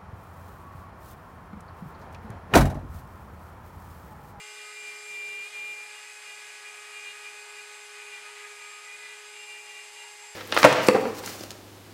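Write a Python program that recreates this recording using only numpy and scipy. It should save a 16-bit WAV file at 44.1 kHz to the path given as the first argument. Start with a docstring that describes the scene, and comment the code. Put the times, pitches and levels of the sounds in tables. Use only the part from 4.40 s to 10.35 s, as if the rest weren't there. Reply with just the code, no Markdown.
"""Bursts of shrill squeal over a steady whine and hiss: a router near 25000 rpm mills a groove in hard board.
The squeal is the long cutter chattering near its bending mode, with sidebands one shaft order apart.
Unbalance, cutting force and a fan sound the shaft orders; a bearing whines between them.
Chips and cooling air hiss, the board drones, machinery hums far off. A small mono microphone stands close."""
import sys
import numpy as np
from scipy import signal
from scipy.fft import rfft, irfft, next_fast_len
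from scipy.io import wavfile
from scipy.ndimage import uniform_filter1d, minimum_filter1d, map_coordinates

SR = 44100
rng = np.random.default_rng(int(sys.argv[2]) if len(sys.argv) > 2 else 0)


def master_out(mix):
    """Clip the mix to full scale and print it as 16-bit PCM to the path in sys.argv[1]."""
    frames = np.transpose(np.atleast_2d(mix))
    ceiling = np.clip(frames, -1, 1)
    pcm = np.round(ceiling * 32767).astype(np.int16)
    wavfile.write(sys.argv[1], SR, pcm)


N = 262395

# Chatter bursts. Each row: start of hold in seconds, hold in seconds, decay in dB per second,
# pitch in Hz, then main line, lower sideband and upper sideband in dB.
BURSTS = [(0, 0.11, 100, 2386, -54, -60, -53.5), (0.18, 0.012, 82, 2390, -47.5, -55, -51),
          (.375, 0.046, 72, 2386, -44, -57, -57), (0.483, 0.011, 54, 2380, -41.5, -65, -56),
          (0.702, .035, 100, 2388, -42, -62, -57), (0.754, 0.041, 60, 2377, -36, -57, -50),
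          (0.842, 0.047, 150, 2379, -37, -60, -54), (0.91, 0.025, 63, 2377, -37.5, -54, -47),
          (0.975, 0.038, 137, 2386, -35.5, -57, -57), (1.144, 0.052, 60.5, 2386, -39, -62, -53),
          (1.223, 0.11, 350, 2389, -36, -61, -52), (1.38, 0.027, 110, 2390, -42.5, -57, -61),
          (1.57, 0.012, 300, 2405, -52, -54, -50.5), (1.863, 0.023, 95.5, 2410, -47.5, -53, -53),
          (1.98, 0.031, 304, 2400, -50, -59, -59), (2.264, .02, 149, 2420, -47, -64, -55.5),
          (2.52, .03, 100, 2395, -51.5, -56, -56), (2.578, 0.018, 218, 2400, -43.5, -64, -53),
          (2.669, .04, 400, 2410, -40, -52, -48), (2.855, .03, 91, 2408, -47, -57, -59),
          (3.173, .01, 150, 2404, -49.5, -56.5, -59), (3.587, .02, 63, 2375, -54.5, -63, -63),
          (3.74, .03, 113, 2390, -46.5, -53, -56.5), (4.488, .03, 151, 2385, -51, -51, -57),
          (4.525, .04, 399, 2392, -45.5, -48, -70), (4.619, 0.033, 82, 2387, -51, -50, -71),
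          (4.699, 0.027, 122, 2397, -52.5, -57, -56), (4.957, .03, 104, 2370, -49, -62, -51),
          (5.03, .02, 300, 2372, -49.5, -60, -51), (5.106, 0.072, 300, 2368, -45.5, -53, -47.5),
          (5.27, 0.064, 150, 2372, -49.5, -58, -50), (5.367, .04, 150, 2370, -49.5, -57.5, -51),
          (5.59, 0.036, 150, 2383, -53, -56, -50)]
# Ringing between bursts. Each row: start in seconds, then main line, lower and upper sideband in dB.
IDLE_RING = [(0, -55, -62, -64), (1.45, -61, -64, -66), (2.3, -59, -70, -64), (3.8, -58, -62, -63),
             (4.75, -62, -64, -62), (5.45, -67, -70, -61.5)]
# Far chatter sidebands. Each row: offset in shaft orders, base level in dB re the first upper sideband.
FAR_SIDEBANDS = [(-3, -18), (-2, -16), (2, -13), (3, -13), (4, -18)]
# The edge leaves the wood at a slot and a corner. Each row: time, climb and settle in seconds,
# pitch rise in Hz, far sideband flare in dB before its cap.
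RELEASES = [(1.106, 0.0354, 0.02734, 124.6, 19), (4.58, 0.0561, 0.0584, 94.6, 2)]
# Tool path legs, across and along the grain. Each row: start in seconds, roughness of weak chatter 0-1,
# far sideband gain in dB, then shaft orders 12, 3, 4, 5 and 6 in dB.
PATH_LEGS = [(0, 0.04, 1.5, -65, -59.5, -67, -56.5, -68), (1.38, .25, 2, -67, -62.5, -59, -59.5, -54),
             (2.25, 0.35, 3.5, -70, -57, -57.5, -61, -53), (3.3, 0.27, 5, -69, -59.5, -63.5, -62, -53.5),
             (3.85, 0.21, 1, -68, -55, -60.5, -58.5, -55.5), (4.5, .2, 4, -64, -59.5, -56.5, -59.5, -57),
             (4.93, 0.25, -3.5, -63, -67.5, -66, -63, -55.5), (5.35, 0.23, -2.5, -66, -73, -66, -58, -60.5)]
# Shaft speed, sagging under load. Each row: time in seconds, speed in Hz.
SHAFT_SPEED = [(0.0, 419.05), (0.45, 418.56), (0.97, 416.11), (1.18, 419.13), (1.53, 419.44),
               (1.87, 418.31), (2.43, 417.29), (2.73, 415.98), (2.97, 416.5), (3.46, 416.5), (3.7, 415.52),
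               (3.9, 415.69), (4.17, 414.26), (4.33, 414.52), (4.52, 416.15), (4.67, 418.59),
               (5.05, 417.52), (5.95, 416.1)]
# Shaft hum. Each row: time in seconds, orders 1 and 2 in dB.
UNBALANCE = [(0, -58, -59.5), (.45, -56, -63), (.7, -54.5, -62.5), (.97, -51.5, -60.5), (1.1, -60, -67),
             (1.2, -56, -57.5), (1.65, -63, -61), (2.21, -60.5, -62), (2.43, -58.5, -62.5),
             (2.97, -57, -59.5), (3.29, -55, -61), (3.37, -58, -60), (3.65, -54, -62), (3.8, -58.5, -61.5),
             (4.04, -53.5, -62), (4.28, -60, -65.5), (4.52, -60.5, -63), (4.67, -58, -70),
             (4.8, -55.5, -62.5), (5, -58, -59.5), (5.95, -60.5, -58)]
# Cooling fan tone. Each row: time in seconds, level in dB.
FAN_TONE = [(0, -58.5), (.7, -54), (.97, -70), (1.15, -66), (1.65, -58.5), (1.85, -60), (2.25, -67),
            (2.65, -60), (2.82, -69), (2.97, -58), (3.46, -61), (3.65, -67), (4.17, -61), (4.3, -56.5),
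            (4.45, -57), (4.61, -63), (5, -56.5), (5.2, -61), (5.95, -54.5)]
# Hard and soft spots in the wood. Each row: time in seconds, half width in seconds, force change in dB.
WOOD_SPOTS = [(.3, .07, 7), (1.28, 0.064, 5), (1.58, .06, 1.5), (1.73, 0.072, -2), (1.86, .07, 1.5),
              (2.01, .06, 0), (2.09, .05, 1), (2.24, 0.054, 1), (2.53, 0.045, 2), (2.72, 0.052, -2),
              (2.91, .06, -3), (3.02, 0.041, 0.5), (3.48, 0.05, -2.5), (3.57, .06, 3.5), (3.78, 0.063, -9),
              (3.87, 0.038, 4.5), (3.93, 0.039, -6), (4.05, 0.031, 8.5), (4.09, .03, -4), (4.55, .08, -4.5)]
# Upper shaft orders. Each row: order, level in dB.
HIGH_ORDERS = [(7, -70), (8, -71), (9, -77), (10, -78), (11, -78), (14, -78), (16, -77), (19, -76)]
# Bearing lines in multiples of shaft speed: ball pass, its three upper sidebands, ball spin.
BEARING_ORDERS = (3.584, 4.584, 5.584, 6.584, 2.705)
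# Bearing levels. Each row: start in seconds, then each of those five lines in dB.
BEARING_LEVELS = [(0, -60.5, -71, -72, -76, -68), (.7, -64, -79, -65, -76, -76),
                  (1.38, -64.5, -69, -61, -80, -73), (2.1, -61.5, -61.5, -57.5, -76, -69),
                  (3, -59, -77, -71, -68, -69.5), (3.95, -64, -76, -55.5, -77, -73),
                  (4.5, -62, -74, -72, -77, -85), (5, -68.5, -68, -73, -80, -73)]
# Noise along the path. Each row: time in seconds, then chips, air, collet and board in dB.
NOISE_LEVELS = [(0, -51.5, -50, -57, -79), (.66, -51.5, -50, -57, -70), (.8, -52.5, -49.5, -57, -65.5),
                (1.3, -52, -50, -63, -74), (1.84, -51, -50, -58, -76), (2.1, -50, -49.5, -63, -79),
                (2.55, -51, -50, -61, -70), (3, -50.5, -50.2, -61, -71), (3.3, -50.5, -50.5, -61.5, -70),
                (4.1, -49, -50.5, -72, -61), (4.46, -50.5, -51.5, -68, -67), (4.66, -50, -51, -64, -63),
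                (5, -51.5, -51, -65, -67), (5.4, -52, -50.5, -64, -68.5), (5.7, -51.5, -50, -60, -61),
                (5.95, -52, -51, -62, -65)]
# Noise spectra. Each row: frequency in Hz, relative density in dB.
RUMBLE_SPECTRUM = [(60, -6), (130, -3), (250, -2.5), (600, 2), (900, -14)]
DUST_SPECTRUM = [(9000, -28), (11000, -2), (12500, 0), (14000, -6), (15500, -22)]
CHIP_SPECTRUM = [(500, -30.5), (950, -13), (1500, -8), (2100, -2), (2450, -2.5), (2640, -6), (2900, -3.5),
                 (3150, -9.5), (3500, -9), (5000, -12.5), (8000, -40)]
COLLET_SPECTRUM = [(4200, -27.5), (4600, -10.5), (5000, -9.5), (5300, -8), (5600, -32)]
BOARD_SPECTRUM = [(780, -24.5), (870, 5.5), (940, 10), (1010, -26), (1100, -39)]
AIR_SPECTRUM = [(25, -62), (100, -86), (350, -15.5), (500, -14), (760, -8.5), (1000, -10), (2240, -17.5),
                (2430, 0), (2700, -17.5), (4400, -11), (5600, -6), (8150, -5.5), (11000, -16), (15600, -35)]
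SHOP_SPECTRUM = [(25, -17), (45, -6), (60, 9), (75, 5), (97, 9.5), (120, -5), (160, -43)]
# Microphone housing dips. Each row: centre in Hz, width in Hz, depth in dB.
HOUSING_NOTCHES = [(5450, 350, 4), (5700, 190, 11), (6895, 90, 12), (15000, 400, 11), (15600, 2400, 5)]


def chatter(shaft_rad, ring_hz, swing_db, lower_db, upper_db):
    """The cutter rings, modulated by each turn. Weak chatter is rough, strong chatter locks."""
    rise_hz, flare_db = edge_release()
    bend_rad = phase_rad(ring_hz + rise_hz + 2.54 * wobble(30.13))
    leg_rough, leg_db, *_ = leg_curves(PATH_LEGS)
    rough = leg_rough / (1 + amp(swing_db + 45.5) ** 2)
    ring = tone(bend_rad, swing_db, rough, skirt_hz=60)
    lower = tone(bend_rad - shaft_rad, lower_db, rough + 0.084, skirt_hz=60)
    upper = tone(bend_rad + shaft_rad, upper_db, rough + 0.024, skirt_hz=60)
    far_db = upper_db + leg_db + np.minimum(flare_db, 12)
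    far = sum(tone(bend_rad + k * shaft_rad, far_db + db, rough=0.2, skirt_hz=40)
              for k, db in FAR_SIDEBANDS)
    # A low rumble and a hiss of fine dust swell with the loud squeals.
    rumble = amp(swing_db - 22) * hiss(RUMBLE_SPECTRUM, patchy_db=-0.5)
    dust = amp(swing_db - 35) * hiss(DUST_SPECTRUM, patchy_db=2)
    # A thin overtone at three times the pitch sounds on the loudest squeals.
    third = tone(3 * bend_rad, -59 + 3 * (swing_db + 35.5), rough=0.11, skirt_hz=28.9)
    return ring + lower + upper + far + rumble + dust + third


def cutter_swing():
    """Bursts grow, hold and die. Returns pitch in Hz, then main line, lower and upper sideband in dB."""
    idle_hz, grow_db_per_s = 2392, 302.5
    gap_depth_db, gap_half_s = 10, 0.02
    t = np.arange(N) / SR
    power = amp([db + 3 * wobble(9) for db in leg_curves(IDLE_RING)]) ** 2
    weighted_hz = idle_hz * power[0]
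    for start_s, hold_s, decay_db_per_s, hz, *lines_db in BURSTS:
        ramp_db = np.minimum(grow_db_per_s * (t - start_s), decay_db_per_s * (start_s + hold_s - t))
        burst_power = np.outer(amp(lines_db) ** 2, amp(np.minimum(0, ramp_db)) ** 2)
        power += burst_power
        weighted_hz += hz * burst_power[0]
    # The ring breaks off at each release.
    gap_db = sum(gap_depth_db * np.exp(-((t - at_s) / gap_half_s) ** 4) for at_s, *_ in RELEASES)
    levels_db = 10 * np.log10(power) - gap_db + 1.07 * wobble(22)
    return (weighted_hz / power[0], *levels_db)


def edge_release():
    """Pitch rise in Hz and sideband flare in dB climb as the edge comes free, then settle."""
    t = np.arange(N) / SR
    return sum(np.outer(peaks, np.exp(np.minimum((t - at_s) / climb_s, (at_s - t) / settle_s)))
               for at_s, climb_s, settle_s, *peaks in RELEASES)


def spindle(shaft_rad, swing_db):
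    """Unbalance and fan are nearly pure; wood grain makes the force orders rough and fluttery."""
    fan_blades, grain_db = 18, 1.5
    _, _, whine_db, *force_db = leg_curves(PATH_LEGS)
    first_db, second_db = curves(UNBALANCE)
    hum = tone(shaft_rad, first_db, rough=0.02, skirt_hz=40)
    hum += tone(2 * shaft_rad, second_db, rough=0.04, skirt_hz=40)
    fan = tone(fan_blades * shaft_rad, curves(FAN_TONE)[0], rough=0.1, skirt_hz=30)
    whine = tone(12 * shaft_rad, whine_db, rough=0.08, skirt_hz=30)
    chatter_loss_db = 7 / (1 + amp(-41 - swing_db) ** 2)  # strong chatter saps the force orders
    load_db = wood_spots_db() - chatter_loss_db
    force = sum(tone(k * shaft_rad, db + load_db + grain_db * wobble(11), rough=0.14, skirt_hz=70)
                for k, db in enumerate(force_db, 3))
    high = sum(tone(k * shaft_rad, db + 3 * wobble(4.5), rough=0.13, skirt_hz=33)
               for k, db in HIGH_ORDERS)
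    return hum + fan + whine + force + high


def wood_spots_db():
    """Cutting force jumps at hard spots and drops at soft ones, a triangle in time each."""
    t = np.arange(N) / SR
    return sum(db * np.maximum(0, 1 - abs(t - at_s) / half_s) for at_s, half_s, db in WOOD_SPOTS)


def bearing(shaft_rad):
    """Balls passing a race give steady lines between the shaft orders."""
    return sum(tone(k * shaft_rad, db + 0.99 * wobble(2.93), rough=0.013, skirt_hz=18)
               for k, db in zip(BEARING_ORDERS, leg_curves(BEARING_LEVELS)))


def chips_and_air(shaft_rad, swing_db):
    """Chips tear off once a turn and rattle the board; the collet hisses; cooling air roars evenly."""
    chips_db, air_db, collet_db, board_db = curves(NOISE_LEVELS)
    turn_pulse = unit_rms(1 + 0.25 * np.cos(shaft_rad))
    flow = np.hypot(amp(chips_db), amp(swing_db - 16))  # part rides on the chatter
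    chips = flow * amp(0.91 * wobble(25)) * turn_pulse * hiss(CHIP_SPECTRUM, patchy_db=0.87)
    collet = amp(collet_db) * turn_pulse * hiss(COLLET_SPECTRUM, patchy_db=1.5)
    board = amp(board_db) * hiss(BOARD_SPECTRUM, patchy_db=2)
    air = amp(air_db) * hiss(AIR_SPECTRUM, patchy_db=0.63)
    return chips + collet + board + air


def shop():
    """Distant machinery drones."""
    return amp(-82) * hiss(SHOP_SPECTRUM, patchy_db=0.1)


def amp(db):
    return 10 ** (np.asarray(db) / 20)


def unit_rms(x):
    return x / np.sqrt(np.mean(x ** 2) + 1e-20)


def phase_rad(hz):
    return 2 * np.pi * np.cumsum(hz) / SR


def curves(rows):
    """One value per sample for each column after the time."""
    times_s, *columns = np.transpose(rows)
    return [np.interp(np.arange(N) / SR, times_s, column) for column in columns]


def leg_curves(rows, glide_s=0.16):
    """Each column holds along a leg, then glides to the next."""
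    ends_s = [row[0] for row in rows[1:]] + [N / SR + glide_s]
    return curves([(at_s, *values) for (start_s, *values), end_s in zip(rows, ends_s)
                   for at_s in (start_s + glide_s / 2, end_s - glide_s / 2)])


def wobble(knots_per_s):
    """Smooth random curve."""
    coarse = np.arange(0, N + 32, 32)
    knots = rng.standard_normal(int(N * knots_per_s / SR) + 6)
    return np.interp(np.arange(N), coarse, map_coordinates(knots, [coarse * knots_per_s / SR]))


def filtered(x, gain_at_hz):
    """Zero-phase FFT filter."""
    size = next_fast_len(N + 8192)
    return irfft(rfft(x, size) * gain_at_hz(np.fft.rfftfreq(size, 1 / SR)), size)[..., :N]


def tone(rad, rms_db, rough, skirt_hz):
    """A line with the share `rough` of its power scattered into a noisy skirt."""
    rough = np.clip(rough, 0, 1)
    skirt = (wobble(skirt_hz) + 1j * wobble(skirt_hz)) / np.sqrt(2)
    envelope = np.sqrt(1 - rough) * np.exp(2j * np.pi * rng.random()) + np.sqrt(rough) * skirt
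    return np.sqrt(2) * amp(rms_db) * np.real(envelope * np.exp(1j * rad))


def hiss(spectrum, patchy_db):
    """Shaped noise of rms 1 with random gain patches in time and frequency."""
    bins = signal.stft(rng.standard_normal(N), nperseg=512)[2]
    patches = uniform_filter1d(rng.standard_normal(bins.shape), size=6, axis=0)
    patches = unit_rms(uniform_filter1d(patches, size=12, axis=1))
    noise = signal.istft(bins * amp(patchy_db * patches), nperseg=512)[1][:N]
    points_hz, points_db = np.transpose(spectrum)
    shaped = filtered(noise, lambda hz: amp(np.interp(np.log1p(hz), np.log1p(points_hz), points_db)))
    return unit_rms(shaped)


def scene():
    """One shaft phase and one cutter swing drive the router; both channels are equal."""
    shaft_rad = phase_rad(curves(SHAFT_SPEED)[0])
    ring_hz, swing_db, lower_db, upper_db = cutter_swing()
    whine = spindle(shaft_rad, swing_db) + bearing(shaft_rad)
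    squeal = chatter(shaft_rad, ring_hz, swing_db, lower_db, upper_db)
    mono = squeal + whine + chips_and_air(shaft_rad, swing_db) + shop()
    return np.array([mono, mono])


def record(dry):
    """Housing notches and bass cut, a fast limiter on the loudest squeals, then the band limit."""
    bass_cut_hz, top_hz, ceiling = 130, 15703, 0.029

    def microphone_gain(hz):
        dip_db = sum(depth_db / (1 + (2 * (hz - centre_hz) / width_hz) ** 2)
                     for centre_hz, width_hz, depth_db in HOUSING_NOTCHES)
        return amp(-dip_db) * hz ** 2 / (hz ** 2 + bass_cut_hz ** 2)

    x = filtered(dry, microphone_gain)
    needed_gain = np.minimum(1, ceiling / (np.abs(x) + 1e-9))
    gain = uniform_filter1d(minimum_filter1d(needed_gain, size=200), size=200)
    return filtered(x * gain, lambda hz: hz < top_hz)


dry = scene()
out = record(dry)
master_out(out)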